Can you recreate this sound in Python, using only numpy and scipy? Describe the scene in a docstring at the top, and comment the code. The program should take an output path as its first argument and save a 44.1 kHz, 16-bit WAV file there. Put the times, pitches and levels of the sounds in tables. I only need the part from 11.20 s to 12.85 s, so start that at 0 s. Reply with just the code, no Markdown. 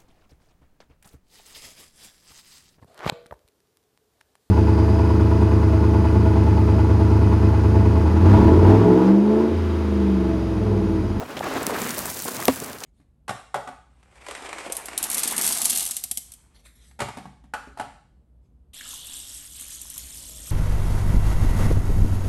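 """Knobbed tyres crunch and thud over loose dry dirt as a mountain bike corners past and rides away.
The knobs crush the dirt in tiny impacts that ring the tyre and shake the ground; the tyre's air cavity
hums under the load of the turn. The rear wheel skids, throwing up grit and pebbles that patter down
close by. One stone pings, and a heavy one lands with a hollow thump."""
import sys
import numpy as np
from scipy import signal
from scipy.fft import rfft, irfft, next_fast_len
from scipy.io import wavfile
from scipy.ndimage import map_coordinates

SR = 44100
rng = np.random.default_rng(int(sys.argv[2]) if len(sys.argv) > 2 else 0)


def store_pcm(level_fs):
    """Save levels as 16-bit WAV."""
    pcm = np.round(np.clip(level_fs, -1, 1) * 32767).astype(np.int16)
    wavfile.write(sys.argv[1], SR, np.atleast_2d(pcm).T)


N = 72765

# Tyre crunch envelope. Each row: time in seconds, level in dB.
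CRUNCH_ENVELOPE = [(0, -39), (.035, -36), (.05, -44), (.12, -35.5), (.18, -38), (.218, -38.5),
                   (.232, -31.5), (.37, -28.5), (.45, -32), (.5, -31), (.57, -30.5), (.7, -34.5),
                   (.88, -37), (1.02, -42.5), (1.06, -39.5), (1.13, -37), (1.22, -35.5), (1.38, -40.5),
                   (1.48, -36.5), (1.6, -45), (1.65, -36.5)]
# Crushed dirt spectrum. Each row: frequency in Hz, relative level in dB.
CRUNCH_SPECTRUM = [(40, -43), (130, -18.5), (250, 4), (450, 3), (750, 1), (1300, 0.5), (2200, -4.5),
                   (3500, -10), (7000, -17), (16000, -52)]


def tyres(ring_hz=244, ring_width_hz=39, ring_db=-13):
    """Knobs crush the dirt in dense small impacts, which also ring the hollow tyre."""
    impacts = grains(count=6000, hz=2500, spread=.9, cycles=1.2, scatter_db=3.5, samples=200)
    crunch = unit(colour(impacts, CRUNCH_SPECTRUM) + 1.07 * colour(noise(), CRUNCH_SPECTRUM))
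    flicker = amp(1.8 * wobble(69.95))
    ring = unit(resonate(noise(), ring_hz, ring_width_hz))
    return level(CRUNCH_ENVELOPE) * (flicker * crunch + amp(ring_db) * ring)


# Tyre knocks. Each row: peak time in seconds, level in dB, Gaussian width in seconds, pitch in Hz.
KNOCKS = [(0.015, -31, 0.0099, 653), (0.029, -29, 0.005, 718), (0.174, -29, 0.0048, 450),
          (0.183, -32, 0.0013, 520), (0.209, -19.5, 0.0017, 739), (0.235, -30.5, 0.0051, 1173),
          (0.258, -26.5, .002, 869), (0.27, -26, 0.0038, 720), (0.35, -38.5, 0.0099, 100),
          (0.366, -32, 0.0061, 955), (0.476, -28, 0.0046, 199.8), (0.499, -24, 0.0029, 681),
          (.528, -25, 0.0037, 441), (0.56, -27, 0.0061, 1280), (0.623, -30, .005, 225.4),
          (0.708, -31.5, .006, 230), (0.781, -33, 0.0065, 621), (0.809, -37, 0.0051, 930),
          (0.886, -35, 0.0047, 979), (1.058, -28.5, 0.0028, 524), (1.086, -27.5, 0.0036, 1080),
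          (1.086, -31, 0.0038, 460), (1.201, -31, 0.005, 911), (1.226, -27.5, 0.0028, 1080),
          (1.424, -30.5, 0.004, 400), (1.462, -37.5, 0.0025, 390)]


def bumps(tone_db=-2.5):
    """Wheels knock dully on stones and ruts: a few cycles of pitch in rough noise."""
    out, t = np.zeros(N), np.arange(N) / SR
    for peak_s, db, width_s, hz in KNOCKS:
        window = np.exp(-.5 * ((t - peak_s) / width_s) ** 2)
        body = resonate(noise(), hz, 0.9 * hz)
        rough = unit(filtered(body, lambda f: 1 / np.sqrt(1 + (f / (1.75 * hz)) ** 8)))
        tone = np.sin(2 * np.pi * (hz * t + rng.random()))
        knock = window * (rough + amp(tone_db) * tone)
        out += amp(db) * knock * np.sqrt(np.sum(window ** 2) / np.sum(knock ** 2))
    return out


# Pebble landings, after one low, slow crunch of dirt at 0.168 s. Each row: start in seconds, peak in dB, pitch
# in Hz, crumble T60 in seconds.
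LANDINGS = [(0.1681, -24, 2000, 0.098), (0.1924, -22, 3970, 0.011), (0.242, -24, 10100, 0.0045),
            (.3393, -21.5, 5670, 0.0037), (0.4304, -19, 7800, 0.013), (0.4673, -5, 7600, 0.0043),
            (0.507, -19, 8000, .003), (0.618, -14.5, 6860, 0.0046), (0.6446, -17, 8100, 0.0027),
            (.674, -17, 8200, .005), (0.687, -19, 7500, .008), (0.6931, -13.5, 7000, 0.0028),
            (0.7066, -13.5, 6000, 0.0085), (0.7094, -17, 6500, 0.0045), (0.748, -18, 9000, .003),
            (0.7827, -9.5, 8700, 0.0035), (.791, -10.5, 9000, 0.004), (.8566, -11.5, 8600, .004),
            (.866, -16.5, 9000, 0.0088), (.941, -23, 9450, 0.0027), (.9444, -20, 6500, .002),
            (0.973, -18, 8000, .002), (0.9917, -14, 7600, .003), (.9955, -19, 8050, .003),
            (1.0013, -16, 7000, 0.0027), (1.022, -12, 11300, 0.016), (1.044, -12.5, 12500, .003),
            (1.052, -15, 10500, .008), (1.081, -18.5, 7150, 0.0045), (1.147, -15.5, 9600, 0.01),
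            (1.1676, -12, 6660, 0.0011), (1.2031, -13.5, 10400, 0.0078), (1.215, -20, 6000, 0.0066),
            (1.227, -15, 7000, 0.0034), (1.2362, -17, 11400, 0.008), (1.2546, -10.5, 5300, 0.0055),
            (1.36, -14, 7200, 0.0046), (1.3674, -25, 8000, 0.0032), (1.4018, -13.5, 7400, 0.0052),
            (1.44, -16, 8500, .003), (1.445, -17, 7400, .005), (1.4992, -21, 9000, .006),
            (1.5318, -21, 5760, 0.002), (1.586, -26, 5500, .003), (1.605, -21, 6700, .002),
            (1.6367, -17, 4250, 0.032)]


def pebbles(max_hop_s=.0022, hop_db=-10.5):
    """Each pebble ticks dryly: a sharp contact, two tiny hops and a brief crumble."""
    out, t = np.zeros(N), np.arange(2048) / SR
    for start_s, db, hz, t60_s in LANDINGS:
        contact = noise(len(t)) * fade(t, t60_s)
        contact[0] += 3.5
        hops_s = np.cumsum(max_hop_s * rng.uniform(.1, 1, 2))
        for k, hop_s in enumerate(hops_s, 1):
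            contact[int(hop_s * SR)] += 2.7 * amp(k * hop_db)
        ring = resonate(contact, hz, 0.74 * hz)
        # Band-pass, 0.15 to 3.3 times the pitch.
        tick = filtered(ring, lambda f: (1j * f / (0.15 * hz + 1j * f)) ** 2 / (1 + 1j * f / (3.3 * hz)))
        add(out, start_s, amp(db) * tick / np.abs(tick).max())
    return out


# Hollow thump modes. Each row: frequency in Hz, relative level in dB, T60 in seconds.
THUMP_MODES = [(264, 0.5, 0.11), (422, 7.5, 0.024), (503, 5.5, 0.041), (614, -4, 0.054), (685, 11, 0.016),
               (990, -4, 0.037), (1115, -2.5, 0.034), (2060, 6, 0.0054), (2474, 7, 0.0031),
               (3600, -5, 0.0077)]


def heavy_stone(start_s=1.2827, crumbs_t60_s=0.28):
    """A heavy stone crushes grit as it lands, thumps and scatters crumbs."""
    out, t = np.zeros(N), np.arange(N) / SR
    crack = colour(noise(), [(1000, -18), (2500, 1.5), (4500, -1), (7000, -2), (10000, -2), (16000, -12)])
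    attack = 1 - np.exp(-t / 0.00053)
    add(out, start_s - .0021, amp(-8) * crack * attack * fade(t, 0.0092))
    add(out, start_s, amp(-8) * ringing(THUMP_MODES, rise_cycles=0.93))
    low_thud = ringing([(100, 0, 0.11)], rise_cycles=1.1)
    add(out, start_s + 0.0016, amp(-22.5) * low_thud)
    crumbs = grains(count=5000, hz=2800, spread=.7, cycles=3, scatter_db=3, samples=200)
    add(out, start_s, amp(-28.5) * crumbs * fade(t, crumbs_t60_s))
    return out


# Small stone modes. Each row: frequency in Hz, relative level in dB, T60 in seconds.
PING_MODES = [(11600, 4, 0.02), (14720, -4, .02)]


def small_stone(start_s=1.2544):
    """A small stone pings in two high, short modes."""
    out = np.zeros(N)
    add(out, start_s, amp(-19) * ringing(PING_MODES, rise_cycles=1.2))
    return out


# Falling grit envelope. Each row: time in seconds, level in dB.
GRIT_ENVELOPE = [(0, -52), (.13, -55.5), (.2, -51.5), (.3, -49), (.42, -44.5), (.52, -44.5), (.62, -36),
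                 (.72, -38), (.88, -37), (.97, -36.5), (1.05, -36.5), (1.12, -37.5), (1.24, -37.5),
                 (1.33, -37.5), (1.45, -43.5), (1.53, -47), (1.62, -47.5)]
# Dust and chip spectra. Each row: frequency in Hz, relative level in dB.
DUST_SPECTRUM = [(300, -44), (1500, -2.5), (3000, -3.5), (5000, -1.5), (8000, 3.5), (11500, 3),
                 (14000, 7.5), (16000, 5)]
CHIP_SPECTRUM = [(800, -22), (2500, -12), (4500, -2.5), (8000, -1), (11500, 6), (16000, -0.5)]


def grit():
    """Thrown dirt rains down in flurries: a hiss of fine dust under clusters of sharp chips."""
    dust = grains(count=11000, hz=9000, spread=.5, cycles=1.5, scatter_db=3, samples=40)
    chips = grains(count=1600, hz=8500, spread=.35, cycles=6, scatter_db=5, samples=90)
    flurry = amp(1.1 * wobble(40.3))
    clusters = amp(4 * np.tanh(wobble(130)))
    hiss = amp(0.5) * colour(dust, DUST_SPECTRUM)
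    patter = amp(-3.5) * colour(chips * clusters, CHIP_SPECTRUM)
    return level(GRIT_ENVELOPE) * flurry * (hiss + patter)


def cavity_hum(peak_s=.378, hz=270, rise_s=0.037, fall_s=0.034):
    """The tyre's air cavity sings, swelling with the load of the turn and letting go."""
    t = np.arange(N) / SR - peak_s
    load = np.exp(np.minimum(t / rise_s, -t / fall_s))
    pitch_hz = hz * (1 + 0.038 * wobble(45))
    flicker = amp(2.5 * wobble(52))
    return amp(-27) * load * flicker * np.sin(2 * np.pi * np.cumsum(pitch_hz) / SR)


# Scraped sand spectrum. Each row: frequency in Hz, relative level in dB.
SCRAPE_SPECTRUM = [(200, -23), (700, -15), (1500, 10), (2500, 7), (4500, 2.5), (9000, -13), (16000, -22)]


def skid(judder_hz=191):
    """The sliding rear tyre scrapes through sand and shudders as it passes."""
    sand = grains(count=14000, hz=3500, spread=.6, cycles=2.2, scatter_db=3, samples=100)
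    scrape = passing(nearest_s=0.678, width_s=0.072) * colour(sand, SCRAPE_SPECTRUM)
    shake = resonate(resonate(noise(), judder_hz, width_hz=110), judder_hz, width_hz=190)
    judder = passing(nearest_s=0.64, width_s=0.15) * unit(shake)
    return amp(-37) * scrape + amp(-39) * judder


# Ground rumble envelope. Each row: time in seconds, level in dB.
RUMBLE_ENVELOPE = [(0, -40), (.1, -51), (.2, -42), (.4, -42), (.55, -43), (.7, -44), (.9, -45), (1.05, -48),
                   (1.3, -44.5), (1.5, -47.5), (1.65, -55)]
# Ground rumble spectrum. Each row: frequency in Hz, relative level in dB.
RUMBLE_SPECTRUM = [(20, -39), (38, -17), (52, -4.5), (75, 0.5), (120, -0.5), (170, 2), (240, -3),
                   (400, -20), (1000, -51)]


def ground():
    """The ground rumbles under the rolling tyres."""
    return level(RUMBLE_ENVELOPE) * colour(noise(), RUMBLE_SPECTRUM)


def grains(count, hz, spread, cycles, scatter_db, samples, cap_db=11):
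    """Tiny damped contacts of random time, pitch and strength, at rms 1."""
    onset, force, decay, polarity = np.hsplit(rng.random((count, 4)), 4)
    pitch_hz = np.minimum(hz * np.exp(spread * rng.standard_normal((count, 1))), SR * .4)
    turns = pitch_hz * np.arange(samples) / SR
    strength = amp(np.minimum(-scatter_db * np.log(1 - force), cap_db)) * np.sign(polarity - .5)
    waves = strength * np.sin(2 * np.pi * turns) * fade(turns, cycles * (.5 + decay))
    index = (onset * N).astype(int) + np.arange(samples)
    return unit(np.bincount(index.ravel(), waves.ravel(), N)[:N])


def ringing(modes, rise_cycles):
    """Decaying modes of a struck body; low ones build up more slowly."""
    t = np.arange(SR // 3) / SR
    out = np.zeros(len(t))
    for hz, db, t60_s in modes:
        attack = 1 - np.exp(-t * hz / rise_cycles)
        out += amp(db) * attack * fade(t, t60_s) * np.sin(2 * np.pi * hz * t)
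    return out


def passing(nearest_s, width_s):
    """Gain of a passing source, halved width_s either side of its peak."""
    return 1 / (1 + ((np.arange(N) / SR - nearest_s) / width_s) ** 2)


def noise(samples=N):
    """White noise."""
    return rng.standard_normal(samples)


def wobble(knots_per_s):
    """Smooth random curve."""
    return map_coordinates(noise(1024), [np.arange(N) * knots_per_s / SR], mode="wrap")


def amp(db):
    """Decibels to gain."""
    return 10 ** (np.asarray(db) / 20)


def unit(x):
    """Scale to rms 1."""
    return x / np.sqrt(np.mean(x ** 2) + 1e-20)


def level(envelope):
    """Gain per sample from (s, dB) points."""
    return amp(np.interp(np.arange(N) / SR, *np.transpose(envelope)))


def fade(t, t60):
    """Exponential decay, 60 dB down at t60."""
    return np.exp(-np.log(1000) * t / t60)


def filtered(x, response):
    """Apply a frequency response, given as a function of Hz."""
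    size = next_fast_len(len(x) + 8192)
    return irfft(rfft(x, size) * response(np.fft.rfftfreq(size, 1 / SR)), size)[:len(x)]


def colour(x, spectrum):
    """Shape by (Hz, dB) points, at rms 1."""
    hz, db = np.transpose(spectrum)
    return unit(filtered(x, lambda f: amp(np.interp(np.log(f + 1), np.log(hz), db))))


def resonate(x, hz, width_hz):
    """Apply one resonance."""
    return filtered(x, lambda f: 1j * f * width_hz / (hz * hz - f * f + 1j * f * width_hz))


def add(track, start_s, sound):
    """Mix a sound into the track."""
    i = int(np.clip(round(start_s * SR), 0, N - 1))
    track[i:i + len(sound)] += sound[:N - i]


def scene():
    """Bike and thrown dirt, close by in the open air, in mono."""
    bike = tyres() + ground() + cavity_hum() + skid() + bumps()
    debris = grit() + pebbles() + small_stone() + heavy_stone()
    return (bike + debris)[None]


def record(dry, low_cut_hz=50, top_hz=15950):
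    """The microphone loses deep bass; the recorder keeps nothing above its band limit."""
    highpass = signal.butter(4, low_cut_hz, "high", fs=SR, output="sos")
    return np.array([filtered(x, lambda f: f < top_hz) for x in signal.sosfilt(highpass, dry)])


dry = scene()
out = record(dry)
store_pcm(out)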